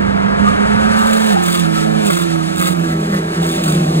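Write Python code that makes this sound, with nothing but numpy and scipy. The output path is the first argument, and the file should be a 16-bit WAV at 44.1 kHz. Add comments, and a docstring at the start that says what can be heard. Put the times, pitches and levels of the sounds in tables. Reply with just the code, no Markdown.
"""Six single-seater race cars sweep past a trackside fence, one after another.
Each four-cylinder engine drones, drops in pitch as it shifts up and goes by, and throws out a bark
and a pulsing rasp from its exhaust. Spits, blurts and short whines cut in, and the pack roars behind.
Tyres hiss and wind bumps on two microphones that hear the middle pitches in opposite polarity:
one swings up while the other swings down."""
import sys
import numpy as np
from scipy import signal
from scipy.fft import rfft, irfft
from scipy.io import wavfile

SR = 44100
rng = np.random.default_rng(int(sys.argv[2]) if len(sys.argv) > 2 else 0)


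def digitize_waveform(pressure):
    """Quantize a signal to 16-bit integers and store it at the path in sys.argv[1].

    Rows of a 2-D input are taken as channels; values are limited to [-1, 1].
    """
    field = np.atleast_2d(pressure).T
    bounded = np.clip(field, -1, 1)
    quanta = np.round(bounded * 32767).astype(np.int16)
    wavfile.write(sys.argv[1], SR, quanta)


N = 176400
T = np.arange(N) / SR
HZ = np.maximum(np.arange(N // 2 + 1) * SR / N, 1)

# One list per car. Each row: time in seconds, firings per second as heard, level in dB.
CAR_TRACKS = [
    [(0, 180.4, -26.5), (.25, 178.5, -32.5), (.42, 202.2, -14.5), (.7, 200.5, -18.5), (1.05, 197.9, -25),
     (1.15, 195.3, -42), (1.3, 166.3, -34), (1.6, 162, -45)],
    [(0, 198.6, -15.5), (.22, 198, -14), (.4, 203.9, -14.5), (.6, 207.9, -17), (.8, 212.5, -12),
     (1.0, 220.6, -14), (1.28, 217, -10.5), (1.325, 205.9, -11), (1.36, 181, -12), (1.45, 175.9, -16.5),
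     (1.52, 173.9, -19), (1.59, 175.4, -14), (1.66, 164, -15), (1.76, 161.3, -16.5), (1.97, 162.1, -18),
     (2.2, 161, -26.5)],
    [(1.3, 212.6, -26), (1.65, 213.8, -23.5), (1.9, 215.9, -14.5), (2.0, 215.2, -14), (2.09, 201.9, -12.5),
     (2.12, 175.9, -17), (2.23, 172.3, -16.5), (2.35, 163.6, -17.5), (2.55, 161.5, -23),
     (2.9, 161.3, -27.5)],
    [(2.3, 205, -47), (2.5, 190.5, -20), (2.6, 181, -19), (2.72, 176.8, -16), (2.85, 165.8, -16.5),
     (3.05, 161, -21.5), (3.3, 162.8, -24), (3.6, 165.8, -21.5)],
    [(2.7, 215, -43), (2.95, 212.6, -26.5), (3.1, 201.3, -21.5), (3.18, 192.5, -18), (3.27, 178, -38),
     (3.42, 169, -18), (3.58, 165.4, -25.5), (3.68, 157.2, -18.5), (4, 155, -21.5)],
    [(3.3, 210.3, -53), (3.64, 195.3, -27), (3.77, 178.2, -16.5), (3.88, 171.4, -21), (4, 164.6, -17)],
]
# How each car goes by. Each row: time in seconds, half length in seconds, rasp level in dB,
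# bark level in dB, boost in dB for the drone's tone one octave above the firing rate.
CAR_PASSES = [(1.166, 0.17, -28.5, -43, 8), (1.512, 0.082, -24, -19.5, 0.5), (2.142, 0.089, -24.5, -22, 3),
              (2.646, 0.082, -25.5, -20.5, -3.5), (3.5, 0.071, -28, -30, -5.5),
              (3.697, 0.067, -27, -21.5, -7)]
# The tone colour of the growl. Each row: frequency in Hz, level in dB.
GROWL_COLOUR = [(60, -34), (200, -17.5), (420, 12.5), (580, 1), (750, -11), (950, 4), (1300, -3),
                (1550, -10.5), (2100, -13), (2700, -6), (4000, -46), (8000, -56)]
def car(track, passing, fade_s=0.1):
    """One car drones and growls, and adds a bark and a rasp as it goes by."""
    hz, level_db = in_time(track)
    at, half, rasp_db, bark_db, octave_db = passing
    seconds_outside_track = np.maximum(np.maximum(track[0][0] - T, T - track[-1][0]), 0)
    level = from_db(level_db) * np.exp(-seconds_outside_track / fade_s)
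    cycles, pulses, strength = firings(hz)
    growl = level * from_db(-14.5) * exhaust(pulses, GROWL_COLOUR)
    tailpipe = growl + bark(pulses, at, half, bark_db) + rasp(cycles, strength, at, half, rasp_db)
    return level * drone(cycles, hz, octave_db) + ground_bounce(tailpipe, at)


def firings(hz, wobble=0.006, cylinder_spread=0.27, firing_spread=0.25):
    """Four unequal cylinders fire in turn. Gives the running count, the pulses and their strength."""
    cycles = np.cumsum(hz * (1 + wobble * drift(14))) / SR + rng.random()
    cylinders = rng.standard_normal(4)
    cylinders = 1 + cylinder_spread * unit_level(cylinders - cylinders.mean())
    strengths = np.resize(cylinders, 2048) + firing_spread * rng.standard_normal(2048)
    count = cycles.astype(int)
    pulses = np.diff(count, prepend=count[0]) * strengths[count]
    return cycles, pulses, strengths[count]


# The engine's tones. 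An "order" is how many times a tone swings per turn of the crankshaft.
# Each row: order, level in dB coming closer, level in dB going away.
ENGINE_ORDERS = [(1, -24, -22), (2, -0.5, 1.5), (3, -23, -10), (4, -11, -0.5), (5, -15, -17),
                 (6, -19.5, -20), (7, -15, -20.5), (9, -23, -15), (12, -32, -24), (14, -40, -20.5),
                 (15, -31.5, -22), (16, -26, -24)]
# High tones that the leading cars sing under power. Each row: order, level in dB.
SINGING_ORDERS = [(11, 4), (12, 3.5), (13, -29), (14, 4.5)]
# How strong that singing is. Each row: time in seconds, level in dB.
SINGING_LOUDNESS = [(0, -28), (.35, -21), (.65, -19), (.9, -17.5), (1.03, -11.5), (1.17, -20), (1.3, -30),
                    (4, -29)]
def drone(cycles, hz, octave_db, coming_hz=201, going_hz=153.3):
    """The engine's tones change balance as the pitch falls and the tailpipe turns towards the fence."""
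    going = np.clip((coming_hz - hz) / (coming_hz - going_hz), 0, 1)
    cycles = cycles + 0.0086 * drift(45)  # unsteady firing
    tones = 0
    for order, coming_db, going_db in ENGINE_ORDERS:
        db = coming_db + (going_db - coming_db) * going + octave_db * (order == 4)
        flutter_db = 2.22 + 1.5 * max(order - 4, 0) ** .5  # higher tones break up more
        tones += from_db(db + flutter_db * np.tanh(drift(18))) * tone(cycles, order)
    singing = sum(from_db(db) * tone(cycles, order) for order, db in SINGING_ORDERS)
    return tones + from_db(in_time(SINGING_LOUDNESS)[0]) * singing


def tone(cycles, order):
    """One clean engine tone. The crankshaft turns once for every two firings."""
    phase = np.pi * order * cycles + 2 * np.pi * rng.random()
    return np.sqrt(2) * np.sin(phase.astype(np.float32))


def exhaust(pulses, colour, ring_s=0.0085):
    """Each pulse rings on briefly in the pipe and bodywork."""
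    ring = rng.standard_normal(2048) * np.exp(-np.arange(2048) / SR / ring_s)
    return coloured(signal.oaconvolve(pulses, ring)[:N], colour)


# The tone colour of barks and blurts. Each row: frequency in Hz, level in dB.
BARK_COLOUR = [(300, -38), (600, 16), (900, -19.5), (1150, 7.5), (1330, 3.5), (1700, 0.5), (2400, -9.5),
               (3200, -19), (4200, -20), (8000, -23.5)]
def bark(pulses, at, half, db, flutter_db=3.5, tail_s=0.26):
    """Uneven exhaust pulses swell just after the car arrives, then trail off."""
    since = T - at - 0.004
    tail = from_db(-5.5) * np.exp(-np.abs(since) / tail_s) * (since > 0)
    shape = np.maximum(1 / (1 + (since / half) ** 4), tail)
    level = from_db(db + flutter_db * drift(24))
    uneven_pulses = pulses * (1 + 0.54 * drift(84))
    return level * shape * exhaust(uneven_pulses, BARK_COLOUR)


# The tone colour of rasps and spits. Each row: frequency in Hz, level in dB.
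RASP_COLOUR = [(700, -51), (1800, -27), (2700, 6.5), (4000, 6), (5400, -5.5), (7300, 0.5), (9500, 1),
               (12000, -8.5), (15500, -5)]
def rasp(cycles, strength, at, half, db, steepness=17.2):
    """Each firing lets out a hissing puff of gas, heard only while the car is close."""
    near = 1 / np.sqrt(1 + np.abs((T - at) / half) ** steepness)
    puff_db = -rng.standard_normal(2048)[cycles.astype(int)]
    puffs = np.exp(-0.9 * np.cos(2 * np.pi * cycles)) * strength * from_db(puff_db)
    level = from_db(db + 1.5 * drift(25))
    gas = (.5 + unit_level(puffs)) * rng.standard_normal(N)
    return level * near * coloured(gas, RASP_COLOUR)


def ground_bounce(x, at, longest_lag_s=0.000843, sweep_s=0.29, share=.5):
    """The bounce off the asphalt lags most when the car is closest, so the colour sweeps down and up."""
    lag = longest_lag_s / np.sqrt(1 + ((T - at) / sweep_s) ** 2)
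    return (x + share * np.interp(T - lag, T, x)) / np.sqrt(1 + share ** 2)


# Sharp spits of the exhausts. Each row: start in seconds, level in dB.
SPITS = [(1.13, -18.5), (1.324, -24), (1.463, -22), (1.595, -19.5), (2.067, -19.5), (2.656, -22),
         (2.673, -19), (3.637, -20.5)]
def spits(decay_s=0.013):
    """Each exhaust spit is a burst of noise that starts at once and dies quickly."""
    shape = sum(from_db(db) * (T > at) * np.exp(-np.abs(T - at) / decay_s) for at, db in SPITS)
    return shape * noise(RASP_COLOUR)


# Exhaust blurts. Each row: middle in seconds, half length in seconds, level in dB.
BLURTS = [(1.33, .04, -25), (2.295, 0.036, -31), (2.938, 0.035, -27.5), (3.15, .04, -23)]
def blurts(firing_hz=175.8):
    """Uneven pulses ring in the exhaust and make gritty blurts between the passes."""
    _, pulses, _ = firings(firing_hz * (1 + 0.024 * drift(3)))
    uneven_pulses = pulses * (1 + 0.54 * drift(126))
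    shape = sum(from_db(db) * swell(at, half) for at, half, db in BLURTS)
    return shape * exhaust(uneven_pulses, BARK_COLOUR)


# Whines. Each row: middle in seconds, half length in seconds, top pitch in Hz, level in dB.
SHORT_WHINES = [(0.491, 0.041, 1227, -19), (1.36, 0.053, 783, -18.5), (1.658, 0.021, 1320, -24.5),
                (1.785, 0.061, 1319, -24.5), (2.371, 0.044, 1285, -28)]
def whines(arch=.03):
    """Short stuttering whines, each rising and falling a little in pitch."""
    waver = 1 + 0.0079 * drift(38)
    stutter = from_db(5.5 * drift(35))
    out = 0
    for at, half, hz, db in SHORT_WHINES:
        shape = swell(at, half)
        pitch = hz * waver * (1 - arch * (1 - shape))
        out += from_db(db) * shape * tone(np.cumsum(pitch) / SR, order=2)
    return out * stutter


# The distant pack, and the lower-sounding bunch that follows the leaders.
# Each number: firings per second of one engine.
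PACK_RATES = [185.9, 202.3, 212.7]
BUNCH_RATES = [156.85, 177.4, 192.2]
# Their tone colours. Each row: frequency in Hz, level in dB.
PACK_COLOUR = [(60, -16), (130, -11), (180, 11.5), (280, -12.5), (360, -3.5), (420, 0), (560, 1), (750, 1),
               (880, 0), (1250, -4), (1600, -5.5), (2200, -12), (4000, -24), (8000, -42), (15000, -72)]
BUNCH_COLOUR = [(70, -35), (120, -16), (180, -2.5), (270, -5), (370, -6.5), (480, -6.5), (600, 1),
                (750, -1), (1100, -28), (3000, -40)]
# How loud they are. Each row: time in seconds, level in dB.
PACK_LOUDNESS = [(0, -18), (0.401, -16), (0.801, -14.5), (1.3, -16), (1.55, -22.5), (1.95, -24.5),
                 (2.4, -25.5), (3, -27.5), (3.4, -21), (4, -32)]
BUNCH_LOUDNESS = [(0, -36), (1.501, -33.5), (1.95, -24), (2.25, -26.5), (2.8, -24), (3.1, -23),
                  (3.3, -22.5), (3.7, -18.5), (4, -18)]
def far_cars(rates, colour, loudness, noise_db):
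    """Far engines, each wandering in speed, half blur into a roar."""
    pulses = sum(firings(hz * (1 + .015 * drift(.7)))[1] for hz in rates)
    roar = from_db(-3) * exhaust(pulses, colour) + from_db(noise_db) * noise(colour)
    return from_db(in_time(loudness)[0]) * roar


# How loud the tyres are. Each row: time in seconds, level in dB.
TYRE_LOUDNESS = [(0, -41.5), (.35, -39), (.48, -32.5), (.6, -36), (.9, -30), (1.05, -28), (1.4, -29),
                 (1.8, -28), (1.97, -31), (2.3, -30.5), (2.48, -31.5), (2.7, -33.5), (3.02, -32.5),
                 (3.15, -30.5), (3.25, -33), (3.55, -29), (3.85, -31.5), (4, -31)]
# The tone colours of their hiss and brighter sizzle. Each row: frequency in Hz, level in dB.
HISS_COLOUR = [(600, -1.5), (1400, 5.5), (2500, 1.5), (3800, 1.5), (5400, -4), (7300, -5.5), (10000, -6.5),
               (15500, -45)]
SIZZLE_COLOUR = [(3000, 10), (5400, 5), (7300, -16), (10000, -2), (12000, -7), (15500, -1.5)]
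def tyres(flicker_db=3):
    """Tyres and torn air hiss with a slight flicker, and sound brighter when close."""
    hiss_db = in_time(TYRE_LOUDNESS)[0]
    sizzle_db = -39 + 2.1 * (hiss_db + 31)  # grows faster than the hiss
    flicker = from_db(flicker_db * np.tanh(drift(11.4)))
    return flicker * (from_db(hiss_db) * noise(HISS_COLOUR) + from_db(sizzle_db) * noise(SIZZLE_COLOUR))


# How loud the wind is. Each row: time in seconds, level in dB.
WIND_LOUDNESS = [(0, -18), (.25, -20.5), (.38, -19.5), (.6, -20), (.85, -20.5), (1.1, -30.5), (1.5, -63),
                 (2.2, -47), (2.6, -34), (4, -42)]
# Its tone colour. Each row: frequency in Hz, level in dB.
WIND_COLOUR = [(18, -33), (30, -27), (42, -10.5), (65, -4), (100, -3), (160, -4.5), (300, -5.5), (800, -65)]
def wind():
    """Wind bumps on the microphones and makes a lumpy rumble."""
    return from_db(in_time(WIND_LOUDNESS)[0] + 1.15 * drift(9.1)) * noise(WIND_COLOUR)


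def echoes(x, count=8, bass_cut_hz=900, treble_cut_hz=8300):
    """Barriers and fence throw back quick echoes, thin in the bass."""
    lags = (rng.uniform(0.00297, .04, count) * SR).astype(int)
    bounces = sum(np.pad(x, (lag, 0))[:N] for lag in lags) / np.sqrt(count)
    kept = HZ / (HZ + bass_cut_hz) / (1 + (HZ / treble_cut_hz) ** 2)
    return from_db(-14.5) * filtered(bounces, kept)


def from_db(db):
    """Turn decibels into a number to multiply by."""
    return 10 ** (db / 20)


def unit_level(x):
    """Scale a signal so that its average power is 1."""
    return x / np.sqrt(np.mean(x ** 2) + 1e-20)


def in_time(rows):
    """Join a table's rows by straight lines over time, giving one curve per value column."""
    seconds, *columns = np.transpose(rows)
    return [np.interp(T, seconds, column) for column in columns]


def over_hz(rows):
    """Join a table's rows by straight lines over frequency, with every octave equally wide."""
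    hz, value = np.transpose(rows)
    return np.interp(np.log(HZ), np.log(hz), value)


def filtered(x, gains):
    """Multiply each frequency in a signal by its own gain."""
    return irfft(rfft(x) * gains, N)


def coloured(x, colour):
    """Give a signal a tone colour, at unit level."""
    return unit_level(filtered(x, from_db(over_hz(colour))))


def noise(colour):
    """Noise with a tone colour, at unit level."""
    return coloured(rng.standard_normal(N), colour)


def drift(rate_hz, size=4096):
    """A random wander of about 1 either way, mostly slower than the given rate."""
    hz = np.arange(size // 2 + 1) * SR / N
    slow = irfft(rfft(rng.standard_normal(size)) / (1 + (hz / rate_hz) ** 2))
    return np.interp(T, np.linspace(0, N / SR, size), unit_level(slow))


def swell(at, half):
    """A smooth rise and fall around a moment."""
    return np.exp(-((T - at) / half) ** 2)


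# How far the left microphone's wave runs ahead of the right's. Each row: frequency in Hz, radians.
LEFT_MIC_PHASE = [(80, 0.5), (130, -1.5), (200, -3.3), (330, -2.5), (450, -3.5), (800, -3.5), (1700, -4),
                  (4300, -4), (5400, -3.5), (7700, 0.24), (9300, 0.74), (11400, 3), (12500, 19),
                  (14000, 1.5), (16000, 9.5)]
# How loud the left is next to the right. Each row: frequency in Hz, level in dB.
LEFT_MIC_LEVEL = [(60, -3.5), (160, -19.5), (215, -26.5), (330, -4.5), (450, 0), (16000, -0.5)]
def scene():
    """Everything reaches two unlike microphones, and some hiss arrives from all around."""
    mix = sum(car(track, passing) for track, passing in zip(CAR_TRACKS, CAR_PASSES))
    mix += far_cars(PACK_RATES, PACK_COLOUR, PACK_LOUDNESS, noise_db=-4)
    mix += far_cars(BUNCH_RATES, BUNCH_COLOUR, BUNCH_LOUDNESS, noise_db=-7.5)
    mix += spits() + blurts() + whines() + tyres() + wind()
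    left = filtered(mix, from_db(over_hz(LEFT_MIC_LEVEL)) * np.exp(1j * over_hz(LEFT_MIC_PHASE)))
    return np.array([direct + echoes(direct) + from_db(-13) * tyres() for direct in (left, mix)])


# How much bass the two sides share. Each row: time in seconds, share from 0 to 1.
SHARED_BASS = [(0, 0.06), (1.3, 0.01), (1.7, 0.05), (2.75, 0.25), (2.95, .97), (4, 0.99)]
def record(dry, bass_hz=510, ceiling=.95, cutoff_hz=16000):
    """The bass narrows to the centre, loud peaks are rounded and the highest treble is cut."""
    left, right = dry
    bass_gap = filtered(right - left, 1 / (1 + (HZ / bass_hz) ** 6))
    out = np.array([left + in_time(SHARED_BASS)[0] * bass_gap, right])
    rounded = out / (1 + np.abs(out / ceiling) ** 10) ** .1
    return filtered(rounded, 1 / (1 + (HZ / cutoff_hz) ** 120))


dry = scene()
out = record(dry)
digitize_waveform(out)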